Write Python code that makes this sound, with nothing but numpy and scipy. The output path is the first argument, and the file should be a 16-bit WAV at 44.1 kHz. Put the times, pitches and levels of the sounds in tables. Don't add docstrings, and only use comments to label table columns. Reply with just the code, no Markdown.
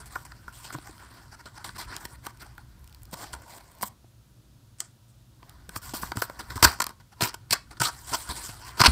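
import sys
import numpy as np
from scipy import signal
from scipy.fft import rfft, irfft
from scipy.io import wavfile
from scipy.ndimage import uniform_filter1d

SR = 44100
rng = np.random.default_rng(int(sys.argv[2]) if len(sys.argv) > 2 else 0)


def materialize(psi):
    bounded = np.clip(np.atleast_2d(psi).T, -1, 1)
    quanta = np.round(bounded * 32767).astype(np.int16)
    wavfile.write(sys.argv[1], SR, quanta)


def voltage_ratio(decibels):
    exponent = np.asarray(decibels, float) / 20
    return 10 ** exponent


N = 392931


def evened(x):
    return x / np.sqrt(np.mean(x ** 2) + 1e-20)


def add(mix, start_s, sound):
    part = mix[..., round(start_s * SR):][..., :sound.shape[-1]]
    part += sound[..., :part.shape[-1]]


def curve(rows):
    time_s, *columns = np.transpose(rows)
    return np.array([np.interp(np.arange(N) / SR, time_s, column) for column in columns])


def wander(size):
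    steps = evened(uniform_filter1d(rng.standard_normal(N // 64 + 2), size=size))
    return np.interp(np.arange(N) / 64, np.arange(len(steps)), steps)


def noise(spectrum):
    freq_hz, level_db = np.transpose(spectrum)
    bin_hz = np.fft.rfftfreq(N + 1, 1 / SR)
    shape = voltage_ratio(np.interp(np.log(bin_hz + 1), np.log(freq_hz), level_db))
    return evened(irfft(rfft(rng.standard_normal(N + 1)) * shape)[:N])


def ring(freq_hz, width_hz, size=1500):
    t = np.arange(size) / SR
    tap = t * np.exp(-1.5 * np.pi * width_hz * t) * np.cos(2 * np.pi * freq_hz * t)
    return tap / np.linalg.norm(tap)


# time_s, level_db
RUMBLE = [(0.0, -51.5), (0.5, -55), (1.61, -58.5), (1.81, -47.5), (2.36, -55.5), (2.98, -51.5), (3.45, -60),
          (3.82, -61), (5.09, -64.5), (6.03, -47.5), (6.25, -57), (6.6, -44), (6.95, -62.5), (8.41, -51),
          (8.56, -51), (8.79, -55), (8.91, -58)]
# freq_hz, level_db
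RUMBLE_SPECTRUM = [(18, -34.5), (40, -9.5), (62, -0.5), (85, -10.5), (120, -23), (300, -82.5)]
DRONE_SPECTRUM = [(60, -34), (95, 0.5), (125, -0.5), (160, -8.5), (260, -14), (330, -16), (450, -27.5),
                  (900, -64.5)]
HISS_SPECTRUM = [(250, -27.5), (520, 1.5), (940, -5), (1300, -3), (2060, -10.5), (3710, -6), (14700, -13),
                 (16500, -11.5)]
# freq_hz, width_hz, level_db
HUM = [
    (119, 7, -62),
    (957, 8, -84),
]


def room_tone():
    rumble_db = curve(RUMBLE)[0]
    rumble = voltage_ratio(rumble_db) * evened(voltage_ratio(0.77 * wander(size=60)) * noise(RUMBLE_SPECTRUM))
    drone_db = -57 + 0.27 * (rumble_db + 57.5) + 1.1 * wander(size=80)
    drone = voltage_ratio(drone_db) * noise(DRONE_SPECTRUM)
    hum = np.zeros(N)
    for freq_hz, width_hz, level_db in HUM:
        tone = signal.oaconvolve(rng.standard_normal(N), ring(freq_hz, width_hz, size=SR // 2))[:N]
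        hum += voltage_ratio(level_db) * evened(tone)
    return rumble + drone + hum + voltage_ratio(-66) * noise(HISS_SPECTRUM)


def room(x, t60_s=0.23, dull_hz=3500):
    t = np.arange(SR // 3) / SR
    tail = rng.standard_normal(len(t)) * voltage_ratio(-60 * t / t60_s) * (t > 0.003)
    tail = signal.lfilter(*signal.butter(1, dull_hz, fs=SR), tail)
    return signal.oaconvolve(x, tail / np.linalg.norm(tail))[:N]


# start_s, peak_db, pitch_hz, t60_s
THUMPS = [(0.745, -30.5, 303, 0.063), (0.751, -30, 136, 0.092), (0.784, -32, 307, 0.03),
          (0.893, -40.5, 317, 0.049), (3.13, -32, 164, 0.055), (3.331, -38, 65.5, 0.23),
          (3.831, -30, 208, 0.066), (4.043, -44.5, 308, 0.031), (5.688, -37, 170, 0.065),
          (5.763, -30, 111, 0.079), (5.936, -23.5, 266, 0.038), (6.031, -23, 168, 0.03),
          (6.118, -26, 336, 0.025), (6.156, -27, 200, 0.029), (6.17, -20, 105, 0.067),
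          (6.221, -24.5, 490, 0.027), (6.558, -23, 96.6, 0.066), (6.629, -8, 103, 0.048),
          (6.654, -12.5, 72.8, 0.11), (7.222, -17.5, 115, 0.086), (7.509, -28.5, 109, 0.086),
          (7.803, -22.5, 122, 0.13), (8.117, -27.5, 131, 0.042), (8.292, -24, 70, 0.098),
          (8.49, -29.5, 122, 0.057), (8.807, -9.5, 118, 0.045), (8.877, -9, 67, 0.17)]


def thumps():
    out, t = np.zeros(N), np.arange(SR // 5) / SR
    for start_s, peak_db, pitch_hz, t60_s in THUMPS:
        band = signal.butter(2, [pitch_hz, 3 * pitch_hz], "band", fs=SR)
        rattle = evened(signal.lfilter(*band, rng.standard_normal(len(t))))
        swing = np.sin(2 * np.pi * pitch_hz * t) + 0.5 * rattle * np.exp(-t / 0.021)
        onset = 1 - np.exp(-t * pitch_hz * 3)
        add(out, start_s, voltage_ratio(peak_db - 60 * t / max(t60_s, 0.02)) * onset * swing)
    return out


# time_s, level_db
GRIP = [
    [(0.0, -64), (3.02, -74), (3.39, -62), (3.95, -70)],
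    [(5.3, -80.5), (6.71, -54.5), (6.92, -84.5), (8.91, -54)],
]


def grip_power():
    power = np.zeros((3, N))
    for rows in GRIP:
        a, b = round(rows[0][0] * SR), round(rows[-1][0] * SR)
        level_db = curve(rows)[:, a:b] + [[0], [12.5], [-2]]
        power[:, a:b] += voltage_ratio(level_db) ** 2 * signal.windows.tukey(b - a, 0.05)
    return power


# start_s, length_s, level_db, swell_db (rise over the slip)
SKIN = [(.057, 0.042, -61.5, -21), (.154, 0.082, -59, -5), (.485, 0.032, -70, -15), (.524, 0.19, -57.5, -4),
        (2.041, 0.017, -55, 17), (3.322, 0.019, -48, 12), (5.817, 0.11, -50.5, 1.5),
        (5.935, 0.1, -46.5, -13), (6.015, 0.13, -52.5, -25.5), (6.154, 0.054, -45.5, 7),
        (6.217, 0.081, -55.5, -50), (7.88, 0.2, -57, -9), (8.03, 0.12, -47, 22), (8.145, 0.13, -48, -12),
        (8.322, 0.1, -46.5, 3), (8.411, 0.23, -53, -22), (8.872, .035, -38.5, -6)]
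PAD = [(0.0, 0.078, -66, -30), (.105, .066, -58, -3), (.25, 0.025, -60.5, -21), (.696, .012, -60, 0),
       (.722, 0.025, -48, 4), (.868, 0.0071, -55, 0), (3.418, 0.005, -58, -3), (3.457, .008, -68, 0),
       (3.531, 0.0073, -58, 0), (3.6, 0.011, -61, 2), (.822, 0.21, -65.5, -14), (1.997, 0.069, -58, -15),
       (2.068, 0.091, -61, 4), (2.207, 0.065, -60.5, 27), (2.274, 0.033, -61.5, 6), (3.144, 0.1, -52.5, 15),
       (3.475, 0.11, -58, 7.5), (3.583, 0.14, -72, -11), (3.707, 0.16, -71, 14), (5.693, 0.073, -58.5, 22),
       (5.94, 0.01, -43, -4), (6.556, 0.024, -44, -12), (6.594, 0.011, -52, 0), (6.576, .045, -55, -8),
       (8.818, 0.018, -43, -13)]
NAIL = [(.151, 0.0052, -47, 12), (.315, 0.0061, -55.5, 0), (.478, 0.0053, -57, -2),
        (.992, 0.11, -61.5, -12), (1.104, 0.16, -61, -9), (1.315, 0.038, -57.5, 3), (1.388, 0.023, -59, 6),
        (1.455, 0.05, -60, -29), (1.514, 0.067, -63, 34.5), (1.59, 0.048, -62, -10),
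        (1.746, 0.025, -51.5, 14), (1.862, 0.061, -54, 13), (1.922, 0.082, -53.5, -17.5),
        (2.416, 0.15, -65, -18), (2.574, 0.072, -72, -22), (3.347, 0.05, -65, -28), (5.419, 0.24, -70, -7),
        (6.39, 0.027, -44.5, -11), (6.786, 0.0048, -50, 1), (6.5, 0.036, -50, -19.5),
        (6.83, .011, -67, -12), (6.878, 0.03, -57.5, 18), (6.999, 0.017, -64, -18),
        (7.113, 0.023, -60.5, 14.5), (7.137, 0.089, -67.5, 31), (7.493, 0.015, -58, 12),
        (7.707, 0.031, -56, -14), (7.771, 0.014, -58.5, -12)]
EDGE = [(.642, 0.096, -54.5, -16), (.737, 0.098, -59, -13), (1.642, 0.11, -54.5, -32.5),
        (1.779, 0.078, -45.5, -15.5), (2.396, 0.032, -51.5, 10), (3.108, 0.033, -53.5, 44),
        (3.241, 0.075, -55, -14), (3.811, 0.031, -48, 15), (4.788, 0.023, -57, 15),
        (4.804, 0.12, -67.5, -29), (6.801, 0.0044, -27, -5), (6.8195, 0.0044, -29, -4),
        (6.866, 0.0025, -37, -9), (6.903, 0.004, -65, 4), (8.262, 0.043, -47, 6.5),
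        (8.646, 0.067, -48.5, -8), (8.771, 0.03, -41, 7)]
PEEL = [
    (3.828, 0.056, -56.5, 5),
    (5.081, .035, -79, -2),
    (5.758, 0.032, -53, -23),
]
# start_s, length_s, level_db, swell_db, extra_panel_db
FOLD = [(7.288, 0.034, -51, -24.5, 4.5), (8.487, 0.021, -47.5, -2.5, 3.5), (8.61, 0.042, -57, 9, 3),
        (8.795, 0.019, -25, -4, 4.5), (8.804, .007, -17, 2, -4), (8.812, 0.0085, -16, 1, -6.5),
        (8.836, 0.0041, -17, -3, -4), (8.843, 0.017, -16, -11, -0.5), (8.858, 0.008, -9.5, 2, -7.5),
        (8.865, 0.0048, -7.5, -1, -10.5)]
# start_s, length_s, level_db, swell_db, extra_panel_db
FLAP = [(6.626, 0.0086, -17, -3, -4.5), (6.633, 0.011, -18.5, 2, -11), (6.641, 0.011, -15, 3, -4),
        (6.653, 0.13, -44, -32, 0.5), (7.207, 0.011, -32, -2, 0), (7.217, 0.0054, -20.5, 6, -4),
        (7.227, 0.014, -25, -3, -6.5), (7.241, 0.027, -35, -11, -2), (7.271, 0.0063, -35, -2, -5),
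        (7.283, 0.0035, -36.5, -5, 0.5), (7.29, 0.0046, -41, 0, -7), (7.341, 0.005, -38, -8, -1.5),
        (7.507, 0.0053, -26, -11, -10), (7.517, 0.014, -24.5, 10, -8), (7.529, 0.0098, -21.5, -9, -3.5),
        (7.539, 0.026, -46.5, -8, 5.5), (7.799, .011, -32, -11, -1.5), (7.811, 0.0094, -25, -4, 0.5),
        (7.82, 0.037, -29, -4, -9.5), (7.85, 0.04, -33.5, -9, -4), (7.882, 0.016, -43, 1, 6),
        (8.116, 0.019, -41, 3, 3), (8.13, 0.025, -29.5, -3, -1.5), (8.292, 0.033, -38.5, -4, 1)]


def slip_power():
    power = np.zeros((3, N))
    contacts = [(SKIN, 5.5, 2.5), (PAD, 12.6, 1.9), (NAIL, 12.74, -4), (EDGE, 6.6, -2.5),
                (FOLD, 4, -10), (PEEL, -13, 9.3), (FLAP, 7.9, -2)]
    for rows, panel_db, fizz_db in contacts:
        for start_s, length_s, level_db, swell_db, *extra_panel_db in rows:
            u = np.linspace(-0.5, 0.5, max(round(length_s * SR), 2))
            arch_db = 1 - 14 * u ** 2
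            share_db = np.array([[0], [panel_db + sum(extra_panel_db)], [fizz_db]])
            add(power, start_s, voltage_ratio(level_db + swell_db * u + arch_db + share_db) ** 2)
    return power


def pressure():
    power = uniform_filter1d(grip_power() + slip_power(), size=70)
    keep = np.exp(-1 / (0.0012 * SR))
    return np.sqrt(signal.lfilter([1 - keep], [1, -keep], abs(power)))


def grit(per_s, spread_db, smooth):
    size = voltage_ratio(spread_db * np.minimum(rng.exponential(1, N), 4)) * (rng.random(N) < per_s / SR)
    clump = voltage_ratio(1.04 * evened(uniform_filter1d(rng.standard_normal(N), size=180)))
    clicks = evened(size * rng.standard_normal(N))
    return evened(clump * (clicks + smooth * rng.standard_normal(N)))


def rubbing():
    push = pressure()
    hard = np.clip(1 + np.log10(push[0] + 1e-9) / 3, 0, 1)
    stutter_db = (hard + 0.4) * 1.8 * wander(size=3)
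    return push * grit(per_s=2300, spread_db=2.2, smooth=1.3) * voltage_ratio(stutter_db)


# start_s, level_db, panel_db, panel_hz
KNOCKS = [(0.1574, -38.5, 9.5, 1530), (0.1605, -44, 16, 1570), (.32, -42, 6, 1370), (0.704, -51, 15, 1140),
          (.786, -45.5, 2, 1490), (.9804, -44, -3, 1350), (1.6918, -34.5, 1, 1560),
          (3.2142, -37.5, -12, 880), (5.429, -46.5, 3, 1090), (5.762, -24.5, 0.5, 1240),
          (5.8932, -37, -2, 1430), (6.032, -36.5, 11, 1180), (6.1189, -25.5, 4, 960),
          (6.643, -14.5, -5.5, 954), (7.2085, -18.5, -4, 653), (7.5415, -32, -3, 1500),
          (7.77, -42.5, -6, 1450), (8.8166, -20.5, 10.5, 1180), (8.837, -17, 7.5, 1260),
          (8.8592, -8, -2, 1540), (8.8758, -21.5, 4.5, 1050)]
# start_s, level_db, panel_db, panel_hz
SNAPS = [(0.4807, -53.5, 24, 1410), (0.75, -46, 16.5, 1110), (2.053, -30, -0.5, 1870),
         (2.267, -30.5, 6.5, 990), (2.58, -45, 7.5, 1460), (3.3319, -36.5, -4, 1340),
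         (3.337, -47.5, 16, 1460), (3.3492, -49.5, 12, 1390), (3.811, -41.5, 7, 960),
         (3.8308, -27.5, 8.5, 990), (5.6926, -34, -2, 1530), (6.1708, -29, 2.5, 1070),
         (6.221, -25, 6.5, 1364), (6.2982, -42.5, 13.5, 576), (6.627, -11, 1, 1240),
         (6.6767, -33.5, 11.5, 1710), (6.804, -22, 2, 1440), (6.819, -19.5, -6.5, 1090),
         (6.8667, -24.5, -6, 1160), (6.8417, -25, -5.5, 1110), (6.8923, -37.5, -0.5, 1190),
         (7.3332, -50, 4, 1430), (6.5775, -38, 9, 1300), (7.5095, -28, -19, 1145),
         (8.2906, -32, -0.5, 1250), (8.804, -14.5, 1.5, 1400)]
# start_s, level_db
TAPE = [(1.9649, -29.5), (1.983, -49), (2.2521, -43), (2.373, -51), (2.553, -58), (2.843, -49),
        (2.876, -48.5), (2.896, -52), (2.9263, -51), (2.947, -45), (3.02, -53), (3.054, -47.5),
        (3.822, -31.5), (4.786, -51), (4.804, -23), (5.495, -42.5)]
# start_s, level_db
GLUE = [(2.794, -76), (3.0328, -57.5), (3.35, -61), (3.42, -64), (3.1126, -62), (3.713, -71), (3.7176, -64),
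        (3.751, -66), (3.786, -69), (3.815, -51), (3.827, -37.5), (3.837, -45)]


def ticks():
    drive, knock, t = np.zeros((3, N)), np.zeros(N), np.arange(600) / SR
    click_s = t[130]
    rows = [(*row, -14) for row in KNOCKS] + [(*row, -0.5) for row in SNAPS]
    rows += [(*row, -18, 1040, 0.5) for row in TAPE]
    rows += [(*row, -18, 1040, 16.5) for row in GLUE]
    for start_s, level_db, panel_db, panel_hz, fizz_db in rows:
        z = rng.standard_normal(len(t))
        sign = np.sign(z[0])
        splinters = 0.5 * z * np.exp(-abs(t - click_s) / 0.001) * np.where(t < click_s, 0.4, 1)
        crack = splinters + sign * (t == click_s)
        share_db = np.array([[0], [panel_db + 8.0], [fizz_db]])
        add(drive, start_s - click_s, voltage_ratio(level_db + 16.5 + share_db) * crack / np.linalg.norm(crack))
        decay = voltage_ratio(level_db + panel_db + 3 - 60 * t / 0.016)
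        add(knock, start_s, decay * np.tanh(t * panel_hz) * np.sin(2 * np.pi * panel_hz * t) * sign)
    return drive, knock


# freq_hz, width_hz, level_db
FACE = [(2503, 730, 5.5), (3210, 500, 1), (4255, 900, 6.5), (4960, 1320, 6), (6070, 960, -1.5)]
PANEL = [(299.5, 160, 1.5), (695, 170, -2), (862, 118, -0.5), (900, 187, 2), (1090, 310, -4),
         (1222, 133, -7), (1430, 210, -1.5), (1904, 510, 2)]
FIZZ = [(7674, 1680, 1.5), (9040, 1970, 2.5), (10600, 2700, -2), (14060, 2300, 4)]
# time_s, free_panel_hz, tilt_db_per_octave, free_face_hz
TONE = [(0, 1180, -10, 4300), (.75, 1165, -5, 3930), (1.5, 1120, -13, 4550), (1.9, 1134, -10, 4200),
        (2.9, 1090, 2.5, 4400), (3.2, 970, -9, 4400), (3.55, 910, -6, 4460), (3.85, 910, 0, 4350),
        (4.8, 1340, -27, 5150), (5.42, 970, 0, 4400), (5.7, 1120, -3, 5200), (5.95, 1040, -3, 4320),
        (6.25, 1190, -6, 4730), (6.9, 1075, -4.5, 4500), (7.23, 1120, -4, 4040), (7.6, 1275, -11, 4180),
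        (8.15, 1043, -11, 5100), (8.91, 1200, -7, 3670)]


def card():
    clicks, out = ticks()
    panel_hz, tilt_db, face_hz = curve(TONE)

    def face_held_db(freq_hz):
        return -np.minimum(9 * np.log2(freq_hz / face_hz) ** 2, 8)

    def panel_held_db(freq_hz):
        return -np.minimum(25 * np.log2(freq_hz / panel_hz) ** 2, 12)

    def fizz_tilt_db(freq_hz):
        return tilt_db * np.log2(freq_hz / 10000)

    parts = [(FACE, face_held_db), (PANEL, panel_held_db), (FIZZ, fizz_tilt_db)]
    for rub, click, (modes, held_db) in zip(rubbing(), clicks, parts):
        total = np.linalg.norm(voltage_ratio([level_db for *_, level_db in modes]))
        for k, (freq_hz, width_hz, level_db) in enumerate(modes):
            feed = (rub * voltage_ratio(2.78 * wander(size=22)) + click) * voltage_ratio(held_db(freq_hz))
            tone = signal.oaconvolve(feed, ring(freq_hz, width_hz))[:N]
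            out += (-1) ** k * voltage_ratio(level_db) / total * tone
    return out


def scene():
    box = card()
    return (box + voltage_ratio(-19.5) * room(box) + thumps() + room_tone())[None]


def roll_off(x):
    return signal.sosfilt(signal.butter(12, 16850, fs=SR, output="sos"), x)


def record(dry):
    over = np.maximum(abs(dry) - 0.55, 0)
    mic = dry - np.sign(dry) * (over - 0.28 * np.tanh(over / 0.28))
    mic = signal.oaconvolve(mic, signal.firwin(201, 15650, fs=SR)[None], "same")
    return roll_off(mic)


dry = scene()
out = record(dry)
materialize(out)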